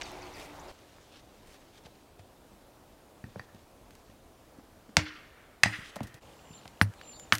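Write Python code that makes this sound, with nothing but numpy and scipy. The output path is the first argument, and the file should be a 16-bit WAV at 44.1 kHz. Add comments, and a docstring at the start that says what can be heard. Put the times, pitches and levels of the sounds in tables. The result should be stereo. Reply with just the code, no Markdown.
"""A hatchet splits billets on a chopping block in a snowy garden, heard from three spots one after another.
First, filtered noise murmurs as far traffic under a fading drone, sliding tones chirp and light taps click.
At the second spot clothes rustle in grainy noise, damped low tones thud, and struck resonances of wood and
steel crack with an answer from the trees. After a short dip in level the third spot brings thin whistles,
a faint regular ticking of noise puffs and the last two blows."""
import sys
import numpy as np
from scipy import signal
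from scipy.fft import rfft, irfft, next_fast_len
from scipy.io import wavfile
from scipy.ndimage import uniform_filter1d, map_coordinates

SR = 44100
rng = np.random.default_rng(int(sys.argv[2]) if len(sys.argv) > 2 else 0)


def bounce(signal):
    """Save signal as a 16-bit WAV file at the path given by the first command-line argument."""
    frames = np.transpose(np.atleast_2d(signal))
    limited = np.clip(frames, -1, 1)
    pcm = np.round(limited * 32767).astype(np.int16)
    wavfile.write(sys.argv[1], SR, pcm)


def to_linear_factor(level_db):
    """Convert decibel levels (scalar or array-like) to linear amplitude factors."""
    exponent = np.asarray(level_db, float) / 20
    return 10 ** exponent


N = 325899
T = np.arange(N) / SR

# The three listening spots. Each row: start in seconds, then levels of murmur, near scatter and tree answer
# in dB, left-over-right balance in dB, level of the ground shudder against its thud in dB.
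SPOTS = [(0, -42.5, -45, -16.5, -3, -4), (0.716, -52, -11, -21, -2.5, -5.5), (6.2, -54, -28, -44, -0.5, -8)]


def unit(x):
    """Bring to rms 1."""
    return x / np.sqrt(np.mean(x ** 2) + 1e-20)


def along(points, hz):
    """Read a curve of (Hz, value) points on a log frequency axis."""
    f, v = np.transpose(points)
    return np.interp(np.log(hz + 1), np.log(f + 1), v)


def wobble(rate):
    """A smooth random curve with rate knots a second."""
    return map_coordinates(rng.standard_normal(int(N * rate / SR) + 4), [T * rate])


def filtered(x, response):
    """Shape x by a complex response of frequency."""
    m = next_fast_len(x.shape[-1] + 8192)
    return irfft(rfft(x, m) * response(np.fft.rfftfreq(m, 1 / SR)), m)[..., :x.shape[-1]]


def add(track, s, sound):
    """Mix a sound into a track at time s; it ends where the listening spot changes."""
    end = next((row[0] for row in SPOTS if row[0] > s), N / SR)
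    part = track[..., max(round(s * SR), 0):round(end * SR)][..., :sound.shape[-1]]
    part += sound[..., :part.shape[-1]]


def spot(s):
    """Index of the listening spot at time s."""
    return np.searchsorted([row[0] for row in SPOTS], s, "right") - 1


def bursts(rows, edge_s):
    """Gain curve of (start s, length s, dB) rows, each with soft edges."""
    gain = 0
    for s, length, db in rows:
        inside = np.minimum(T - s, s + length - T)
        gain = gain + to_linear_factor(db) * np.clip(inside / edge_s + .5, 0, 1) ** 2
    return gain


def rush(spectrum, alike, patchy_db):
    """Stereo noise of rms 1 with patches of random gain; alike sets the left-right likeness by frequency."""
    z = signal.stft(rng.standard_normal((2, N)), nperseg=512)[2]
    field = uniform_filter1d(rng.standard_normal(z.shape[1:]), size=6, axis=0)
    field = uniform_filter1d(field, size=12, axis=1)
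    pair = signal.istft(z * to_linear_factor(patchy_db * unit(field)), nperseg=512)[1][:, :N]

    def mid_side(hz):
        turn = np.arccos(np.clip(along(alike, hz), -1, 1)) / 2
        return to_linear_factor(along(spectrum, hz)) * [np.cos(turn), np.sin(turn)]

    mid, side = filtered(pair, mid_side)
    return unit(np.array([mid + side, mid - side]))


def answers(near_db, trees_db, seconds=1):
    """A fresh stereo response of decaying noise: short scatter nearby, then a later swell from the trees."""
    # Scatter off block, logs and ground. Each row: frequency in Hz, t60 in seconds.
    near_decay = [(300, 0.2), (2000, 0.21), (6000, 0.16), (12000, 0.017)]
    # Swell of the tree answer before the treble loss. Each row: delay in seconds, level in dB.
    tree_swell = [(0, -3.5), (.075, -20), (.092, -1.5), (.113, -4.5), (.14, -9), (.2, -10.5), (.25, -17),
                  (.45, -16), (.8, -22)]
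    # Colour of the tree answer before the treble loss. Each row: frequency in Hz, level in dB.
    tree_colour = [(500, -29), (1400, 5.5), (2000, 1), (3200, 5.5), (5000, 0.5), (7000, -4), (9000, -18),
                   (16000, -18)]
    far_loss_db_per_s_khz = 10  # later answers come from farther and are duller
    hz, t, z = signal.stft(rng.standard_normal((2, 2, round(seconds * SR))), SR, nperseg=256)
    near = to_linear_factor(-60 * t / along(near_decay, hz)[:, None])
    swell = np.interp(t, *np.transpose(tree_swell), right=-90)
    far_loss = far_loss_db_per_s_khz * np.outer(hz / 1000, t)
    trees = to_linear_factor(swell + along(tree_colour, hz)[:, None] - far_loss)
    lumps = uniform_filter1d(rng.standard_normal(trees.shape), size=24, axis=0)
    lumps = uniform_filter1d(lumps, size=3, axis=1)
    trees = trees * to_linear_factor(3.0 * unit(lumps))  # trunks answer one by one
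    near_tail, tree_tail = signal.istft(z * np.array([near, trees])[:, None], SR, nperseg=256)[1]
    near_part = to_linear_factor(near_db) * near_tail / np.linalg.norm(near_tail[0])
    return near_part + to_linear_factor(trees_db) * tree_tail / np.linalg.norm(tree_tail[0])


def murmur():
    """Far traffic and microphone hiss as noise coloured anew at each spot; a drone of sines fades at the first."""
    # Noise colours, one list per spot. Each row: frequency in Hz, relative density in dB per Hz.
    colours = [
        [(15, -32), (25, -1), (49, -6), (190, -13.5), (277, -14), (317, -11), (363, -10.5), (463, -12),
         (818, -6.5), (1700, -19.5), (4610, -30), (16000, -38.5)],
        [(15, -22), (25, 2.5), (102, 1), (161, -3), (301, -0.5), (335, -1), (373, -3.5), (545, -3.5),
         (714, -4.5), (1790, -15), (1940, -15.5), (16000, -26)],
        [(15, -35), (25, -20), (64, -11), (127, -15), (185, -15), (326, -15.5), (384, -21), (439, -16.5),
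         (796, -18), (1890, -27), (7310, -34.5), (16000, -42.5)],
    ]
    # Left-right likeness of the noise. Each row: frequency in Hz, likeness from 0 to 1.
    likeness = [(60, 0.56), (180, 0.24), (550, 0.65), (1650, 0.05), (4970, 0), (15000, 0)]
    # Drone tones before their fade. Each row: frequency in Hz, middle level in dB.
    drone_tones = [(292, -50.5), (363, -49.5)]
    here = spot(T)
    noise = 0
    for k, colour in enumerate(colours):
        noise = noise + (here == k) * to_linear_factor(SPOTS[k][1]) * rush(colour, likeness, patchy_db=1.0)
    drone = sum(to_linear_factor(db + 3.7 * wobble(21.2)) * np.sin(2 * np.pi * hz * T) for hz, db in drone_tones)
    drift = to_linear_factor(.4 * wobble(2.4))
    return noise * drift + drone * to_linear_factor(-12 * T) * (here == 0)  # the drone loses 12 dB a second


def rustle():
    """Clothes and snow rub in dense uneven grains: noise under two speeds of random gain."""
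    # Movements of clothes and snow. Each row: start in seconds, length in seconds, level in dB.
    stirs = [(.05, 0.031, -49), (.37, 0.068, -52.5), (.68, 0.04, -56), (.99, 0.14, -67), (1.12, 0.085, -59),
             (1.48, 0.097, -59.5), (1.615, 0.019, -63), (1.735, 0.038, -58), (1.776, 0.014, -47.5),
             (1.855, 0.012, -46), (2.19, 0.019, -51.5), (3.24, 0.17, -63), (3.39, 0.066, -61.5),
             (3.545, 0.071, -62), (3.9, 0.13, -66), (4.04, 0.089, -65), (5.84, 0.076, -49)]
    # Brighter swishes, a sleeve sliding over cloth. Each row: start in seconds, length in seconds, level in dB.
    swishes = [(.062, .025, -56), (.345, 0.13, -54), (.55, .03, -66), (1.462, 0.095, -60), (5.86, .05, -60)]
    # Faint rustle between the movements. Each row: time in seconds, level in dB.
    fidget = [(0, -48.5), (.72, -58.5), (1.3, -63.5), (2, -64), (2.25, -93), (4.9, -77), (6.2, -76)]
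    # Colour of cloth and snow. Each row: frequency in Hz, relative density in dB per Hz.
    cloth = [(800, 1.5), (2000, 3.5), (3500, 4.5), (6000, -0.5), (10000, -11), (16000, -51)]
    # Colour of the sleeve. Each row: frequency in Hz, relative density in dB per Hz.
    sleeve = [(2500, -13), (4500, -1), (9000, -4), (16000, -13)]
    edge_s = 0.024
    grains = to_linear_factor(1.4 * wobble(60) + 1.7 * wobble(400))
    level = bursts(stirs, edge_s) + to_linear_factor(np.interp(T, *np.transpose(fidget), right=-120))
    swish = bursts(swishes, edge_s) * unit(grains * rush(sleeve, [(5000, 0.44)], patchy_db=-1.5))
    return swish + level * unit(grains * rush(cloth, [(1000, 0.48), (8000, 0.4)], patchy_db=2.0))


def resonance(hz, width):
    """Response of one damped resonance, 1 at its centre."""
    return lambda f: 1j * f * width / (hz * hz - f * f + 1j * f * width)


def peak(x):
    """Bring the highest peak to 1."""
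    return x / np.abs(x).max()


def cracks():
    """Tearing fibres, in blows after a first shock, excite resonances of the wood and the steel head."""
    # Hatchet blows, one biting twice. Each row: time in seconds, level of the woody body in dB,
    # hollow knock, splinter in dB against the body, decay setting of the fibres in ms,
    # steel ring in dB against the body, pitch of the piece as a factor.
    blows = [(4.9675, 1.5, -12, -3.5, 2.1, -26, 1.13), (5.6327, -4.5, -15, -10, 3.8, 7.5, 1.04),
             (5.635, -3, -10.5, -2.5, 2.1, 4.5, 1.61), (6.813, -3, -24.5, -41, 0.58, -14, 0.85),
             (7.3227, -2, -25.5, -14, 1.95, -28, 1.017)]
    # Light taps as pieces and hatchet are set down. Each row: time in seconds, body level in dB,
    # hollow knock, splinter and steel ring in dB against the body, pitch as a factor.
    light_taps = [(0.012, -22.5, -33, -14, -28, 1.3), (0.0183, -21, -39, -2.5, -31, 1.1),
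                  (0.1157, -52, -4, 14.5, -5, 1.5), (0.983, -42.5, -3, -25, -9, 0.8),
                  (1.8654, -54.5, 15.5, -2, 1, 0.83), (2.1928, -49.5, 6.5, 3, -11, 0.82),
                  (3.239, -45, 4.5, -7.5, 11.5, 1.1), (3.358, -43.5, 15, -16, 1, 0.75),
                  (3.3936, -30, -0.5, -15, 5.5, 1.02), (3.5457, -59.5, 13, 16, 2, 0.83),
                  (3.906, -46.5, -9.5, 4.5, -18, 0.78), (3.9512, -58, -14, 18.5, 4, 1),
                  (4.0996, -61, 12, 8, 7, 0.65), (4.5927, -48.5, 1, -14, -11, 0.9),
                  (4.891, -50.5, 6, -7, -4, 0.93), (4.9922, -20, -18, -6, -11, 0.63),
                  (5.6572, -23, 4.5, 0, 5, 1), (5.9641, -45, 18.5, 10, -3, 0.77),
                  (6.0045, -32.5, 8, -8, -18, 0.88), (6.6547, -44, 2.5, -8, -12, 1),
                  (6.6767, -35.5, -23, -23, -17, 1.9), (6.9364, -44.5, -13, -2.5, -18, 1),
                  (7.196, -37.5, -26, -3, -23, 1.1), (7.351, -40.5, -10, 21, 0, 0.91),
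                  (7.3824, -40.5, -27, 14, -12, 0.82)]
    # Softer scuffs of split pieces sliding on bark and snow. Each row: time in seconds, body level in dB,
    # hollow knock and splinter in dB against the body, decay setting of the fibres in ms.
    soft_scuffs = [(5.957, -45, 15, 15, 8.6), (6.03, -48, 3, 13.5, 13), (6.069, -53.5, -10, 14, 15),
                   (6.141, -47.5, -1, 9.5, 7.1), (7.012, -32.5, -20, -23, 2.9)]
    # Wood resonances for knock, body and splinter at pitch 1. Each row: frequency in Hz, width in Hz.
    billet = [(700, 890), (1900, 3200), (4600, 14800)]
    # Modes of the hatchet head in the softer sounds. Each row: frequency in Hz, width in Hz, level in dB.
    head = [(1845, 170, 19), (2330, 260, 4), (3900, 220, -3), (4620, 200, 4), (5750, 200, -3)]
    tap_ms, scuff_ring_db = 2.74, -11
    snap_db = -22  # bare snap of the fibres, against the splinter level
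    out, t = np.zeros((2, N)), np.arange(2048) / SR
    taps = [(*row[:4], tap_ms, *row[4:]) for row in light_taps]
    scuffs = [(*row, scuff_ring_db, 1) for row in soft_scuffs]
    for s, db, knock_db, splinter_db, ms, ring_db, pitch in blows + taps + scuffs:
        fading = np.exp(-1000 * t / max(ms, .2))
        fibres = rng.standard_normal((3, len(t))) * fading
        fibres *= 1 - np.exp(-t / 0.00008)
        fibres[0, 0] = -5.0 * (db > -10)  # only a real blow opens with a shock
        fibres = fibres[0] + .95 * fibres[1:]  # each microphone hears the split from its own side
        # tearing has no pitch: every frequency gets its share
        waves = rfft(fibres)
        even_fibres = irfft(waves / np.abs(waves))
        softer_start = (db < -10) * np.exp(-t / 0.0013)
        fibres = even_fibres * np.sqrt(fading) * (6.0 - softer_start)

        # louder cracks, blows and strongest taps, have narrower wood resonances: share of each width
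        focus = (.75, .72, .28) if db > -28 else (1, 1, 1)
        wood = []
        for (hz, width), share in zip(billet, focus):
            response = resonance(hz * pitch, width * pitch * share)
            wood.append(filtered(fibres, lambda f: response(f) ** 3))  # acts three times: steep skirts
        knock, body, splinter = wood
        knock = peak(knock.mean(axis=0))  # long waves reach both sides alike

        # in blows and the loudest taps the steel rings higher, dies sooner, its modes closer in level
        higher, wider, even = (1.06, 1.4, .85) if db > -22 else (1, 1, 1)

        def head_response(f):
            modes = sum(to_linear_factor(level * even) * resonance(hz * higher, width * wider)(f)
                        for hz, width, level in head)
            return resonance(3000, 5000)(f) ** 2 * modes

        steel = peak(filtered(fibres, head_response))
        crack = to_linear_factor(knock_db) * knock - peak(body) + to_linear_factor(splinter_db) * peak(splinter)
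        crack = crack + to_linear_factor(ring_db) * steel + to_linear_factor(splinter_db + snap_db) * peak(fibres)
        crack = to_linear_factor(db) * crack
        near_db, trees_db, pan_db = SPOTS[spot(s)][2:5]
        add(out, s + 0.00087, crack * to_linear_factor([[pan_db / 2], [-pan_db / 2]]))
        answer_s = .85 if db > -20 else .18  # faint answers sink sooner into the murmur
        answer = signal.fftconvolve(crack, answers(near_db, trees_db, answer_s), axes=1)
        add(out, s + .003, answer)
    return out


def birds():
    """Small birds as gliding sines, hoarse slides and chatter of random-gain tones, smeared by the garden."""
    # Thin falling notes. Each row: start in seconds, swell in seconds, hold in seconds, start in Hz, level in dB.
    whistles = [(6.365, 0.2, 0.0235, 7410, -58.5), (7.028, 0.067, 0.14, 7300, -49)]
    # Sliding chirps. Each row: start in seconds, length in seconds, start in Hz, end in Hz, level in dB.
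    chirps = [(.03, .07, 6800, 4500, -44), (.064, .02, 2300, 3200, -49), (.219, .08, 7300, 4400, -49.5),
              (.27, .022, 2300, 3400, -51), (.337, .07, 7200, 4600, -48), (.497, .022, 2300, 3400, -51),
              (.593, .04, 4500, 7300, -52), (.681, .04, 6800, 4200, -53), (6.528, .04, 6200, 3900, -60),
              (7.12, .04, 6200, 4000, -59)]
    # Rough chatter of several birds. Each row: start in seconds, length in seconds, middle in Hz, level in dB.
    chatter = [(0.03, 0.062, 2350, -53), (0.11, 0.076, 2290, -57), (0.2, 0.094, 2300, -55),
               (.33, 0.18, 2368, -54.5), (.62, 0.12, 2280, -70), (6.525, 0.037, 4310, -62.5),
               (6.565, 0.043, 3520, -63), (6.61, .045, 4170, -65), (6.965, 0.13, 4000, -65.5),
               (7.125, 0.058, 4080, -57.5)]
    sag_hz_per_s, swell_db, tail_db, tail_s = 1050, 13, -21, .07  # shape of a whistle
    slide_s = .0045
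    chatter_edge_s, chatter_spread = 0.033, .1
    out = np.zeros(N)
    quaver_hz, quaver_db = 28 * wobble(70), 3 * wobble(45)
    for s, swell, hold, start_hz, db in whistles:
        pitch = start_hz - sag_hz_per_s * np.clip(T - s, 0, swell + hold) + quaver_hz
        stages = s + np.cumsum([-.02, .02, swell, hold, .03, tail_s, .02])
        stage_db = [-50, -swell_db, 0, -3, tail_db, tail_db + 5, -50]
        shape_db = np.interp(T, stages, stage_db, left=-90, right=-90)
        out += to_linear_factor(db + shape_db + quaver_db) * np.sin(2 * np.pi * np.cumsum(pitch) / SR)
    hoarse = wobble(500)
    for s, length, start_hz, end_hz, db in chirps:
        u = np.arange(round(length * SR)) / (length * SR)
        first = round(s * SR)
        # the slide is fast at first, then levels off
        pitch = end_hz + (start_hz - end_hz) * np.exp(-u * length / slide_s)
        pitch = pitch + 320 * hoarse[first + 999:][:len(u)]
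        roughness = 1 + .4 * hoarse[first:][:len(u)]
        voice = np.sin(2 * np.pi * np.cumsum(pitch) / SR) * roughness
        swell = (1 - np.exp(-60 * u)) * (1 - u) * (.6 + np.exp(-u * length / .012))
        add(out, s, to_linear_factor(db) * swell * voice)
    s, length, hz, db = np.transpose(chatter)
    middle = hz[np.maximum(np.searchsorted(s - chatter_edge_s, T) - 1, 0)]
    voices = 0
    for _ in range(3):
        strength = wobble(400)
        pitch = middle * (1 + chatter_spread * wobble(60))
        voices = voices + strength * np.sin(2 * np.pi * np.cumsum(pitch) / SR)
    out += bursts(zip(s, length, db), chatter_edge_s) * unit(voices)
    smear = signal.fftconvolve(out[None], answers(near_db=-8, trees_db=-15), axes=1)[:, :N]
    return out * to_linear_factor([[.7], [-.7]]) + smear


def thuds():
    """Weight on block or ground: a low mode and a short higher push, struck softly; the handle rings on."""
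    # Weight reaching the block or the ground. Each row: time in seconds, level of the low mode in dB,
    # its frequency in Hz, its t60 in seconds, level of the higher push against it in dB.
    weights = [(1.378, -56, 116, 0.11, 21), (1.853, -36.5, 75.4, 0.076, 9), (2.192, -33, 88.5, 0.097, -7),
               (2.515, -53, 136, 0.057, 20), (3.238, -23.5, 116, 0.062, 4.5), (3.361, -27.5, 108, 0.049, 6),
               (3.393, -33, 119, 0.12, -1), (3.544, -33.5, 108, 0.079, 5), (4.092, -38.5, 112, 0.049, 6.5),
               (4.583, -45, 134, 0.042, 16.5), (4.889, -43.5, 139, 0.059, 15), (4.97, -10, 88, 0.084, 5),
               (5.633, -15.5, 115, 0.042, -9), (5.656, -18.5, 108, 0.17, 10),
               (5.786, -22.5, 127, 0.03, -5.5), (5.961, -38, 114, 0.055, 17),
               (6.008, -16, 124.6, 0.052, 4.5), (6.034, -25.5, 77, 0.054, -3),
               (6.142, -32.5, 127, 0.037, -9), (6.504, -41.5, 96, 0.051, 11),
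               (6.653, -44.5, 117, 0.074, 12.5), (6.813, -19, 102.6, 0.26, 14),
               (7.324, -28.5, 110, 0.22, 13.5)]
    # Blows that set the handle ringing. Each row: time in seconds, level in dB.
    handle_rings = [(4.969, -24), (5.658, -34.5), (6.815, -52), (7.325, -38)]
    handle_hz, handle_t60_s = 306, 0.37  # bending of the handle
    gripped_s = 6.9  # a hand stops the ringing
    out, t = np.zeros(N), np.arange(SR // 2) / SR

    def held(s):
        return np.exp(-np.maximum(s + t - gripped_s, 0) / 0.0032) if s < gripped_s else 1

    for s, db, hz, t60, push_db in weights:
        low = to_linear_factor(-60 * t / max(t60, .02)) * np.sin(2 * np.pi * hz * t)
        push = to_linear_factor(push_db - 60 * t / 0.024) * np.sin(2 * np.pi * 1.64 * hz * t)
        thud = -to_linear_factor(db) * (low + push) * (1 - np.exp(-t / 0.0023))
        ground = rng.standard_normal(len(t)) * to_linear_factor(-60 * t / 0.22)  # the frozen ground shudders on unevenly
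        shudder = signal.fftconvolve(thud, ground / np.linalg.norm(ground))[:len(t)]
        add(out, s + 0.002, held(s) * (thud + to_linear_factor(SPOTS[spot(s)][5]) * shudder))
    for s, db in handle_rings:
        ring = to_linear_factor(db - 60 * t / handle_t60_s) * np.sin(2 * np.pi * handle_hz * t)
        add(out, s, held(s) * ring * (1 - np.exp(-t / 0.036)))
    return filtered(out, lambda f: (1j * f / (45 + 1j * f)) ** 4)  # small microphones miss the deepest push


def splitting():
    """The grain tears on: spiky noise that dies away as the crack runs down the billet; trees return it too."""
    # Tearing after a blow. Each row: start in seconds, level in dB, t60 in seconds.
    splits = [(4.968, -35.5, 0.22), (5.638, -40, 0.82), (6.814, -23.5, 0.071), (7.327, -24, 0.14)]
    # Colour of the tearing. Each row: frequency in Hz, relative density in dB per Hz.
    tearing = [(500, -10.5), (1200, -4), (2600, -7), (5000, -14), (9000, -14.5), (16000, -24.5)]
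    level = np.zeros(N)
    for s, db, t60 in splits:
        level += to_linear_factor(db - 60 * np.maximum(T - s, 0) / t60) * (T > s)
    spikes = to_linear_factor(2.5 * wobble(1500))
    grains = level * unit(spikes * rush(tearing, [(800, 0.7), (6000, 0.15)], patchy_db=4))
    second_spot = spot(T) == 1  # the only one with this echo
    echo = signal.fftconvolve(grains * second_spot, answers(near_db=-3.5, trees_db=-4), axes=1)
    return grains + echo[:, :N] * second_spot


def ticking():
    """A faint ticking, perhaps a lens motor: short noise puffs in one band at a steady rate, uneven in size."""
    # Runs of ticking. Each row: start in seconds, length in seconds, level in dB.
    runs = [(6.205, 0.15, -60), (6.385, 0.03, -54.5), (6.445, 0.22, -58), (6.645, .02, -62),
            (6.72, 0.089, -60.5), (6.98, 0.16, -55.5), (7.23, 0.054, -59)]
    # Colour of a tick. Each row: frequency in Hz, relative density in dB per Hz.
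    tick_colour = [(1900, -36), (2400, -3), (2900, 3), (3300, -5), (3800, -42)]
    rate_hz, first_s, width_s = 50, 6.2145, .0022
    away = ((T - first_s) * rate_hz + .5) % 1 - .5  # distance from the nearest tick, in ticks
    puffs = np.exp(-.5 * (away / (rate_hz * width_s)) ** 2) * to_linear_factor(1.5 * wobble(30))
    return bursts(runs, .01) * puffs * rush(tick_colour, [(3000, 0.45)], patchy_db=.7)


def scene():
    """All layers together, with a short dip in level between the second and third spots."""
    # Overall level. Each row: time in seconds, gain in dB.
    dip = [(0, -3.5), (6.185, -4.5), (6.2, -13.5), (6.225, 0.5), (7.4, 0.5)]
    layers = murmur() + rustle() + cracks() + birds() + thuds() + splitting() + ticking()
    return layers * to_linear_factor(np.interp(T, *np.transpose(dip)))


def band_limit(x):
    """A steep low-pass at the top of the band."""
    return signal.sosfilt(signal.butter(12, 16580, fs=SR, output="sos"), x)


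def record(dry):
    """Finish the mix: a steep band limit, then peaks clipped at 0.93 of full scale."""
    top_hz = 16060
    limited = filtered(dry, lambda hz: 1 / (1 + (hz / top_hz) ** 60))
    mix = np.clip(limited, -.93, .93)
    return band_limit(mix)


dry = scene()
out = record(dry)
bounce(out)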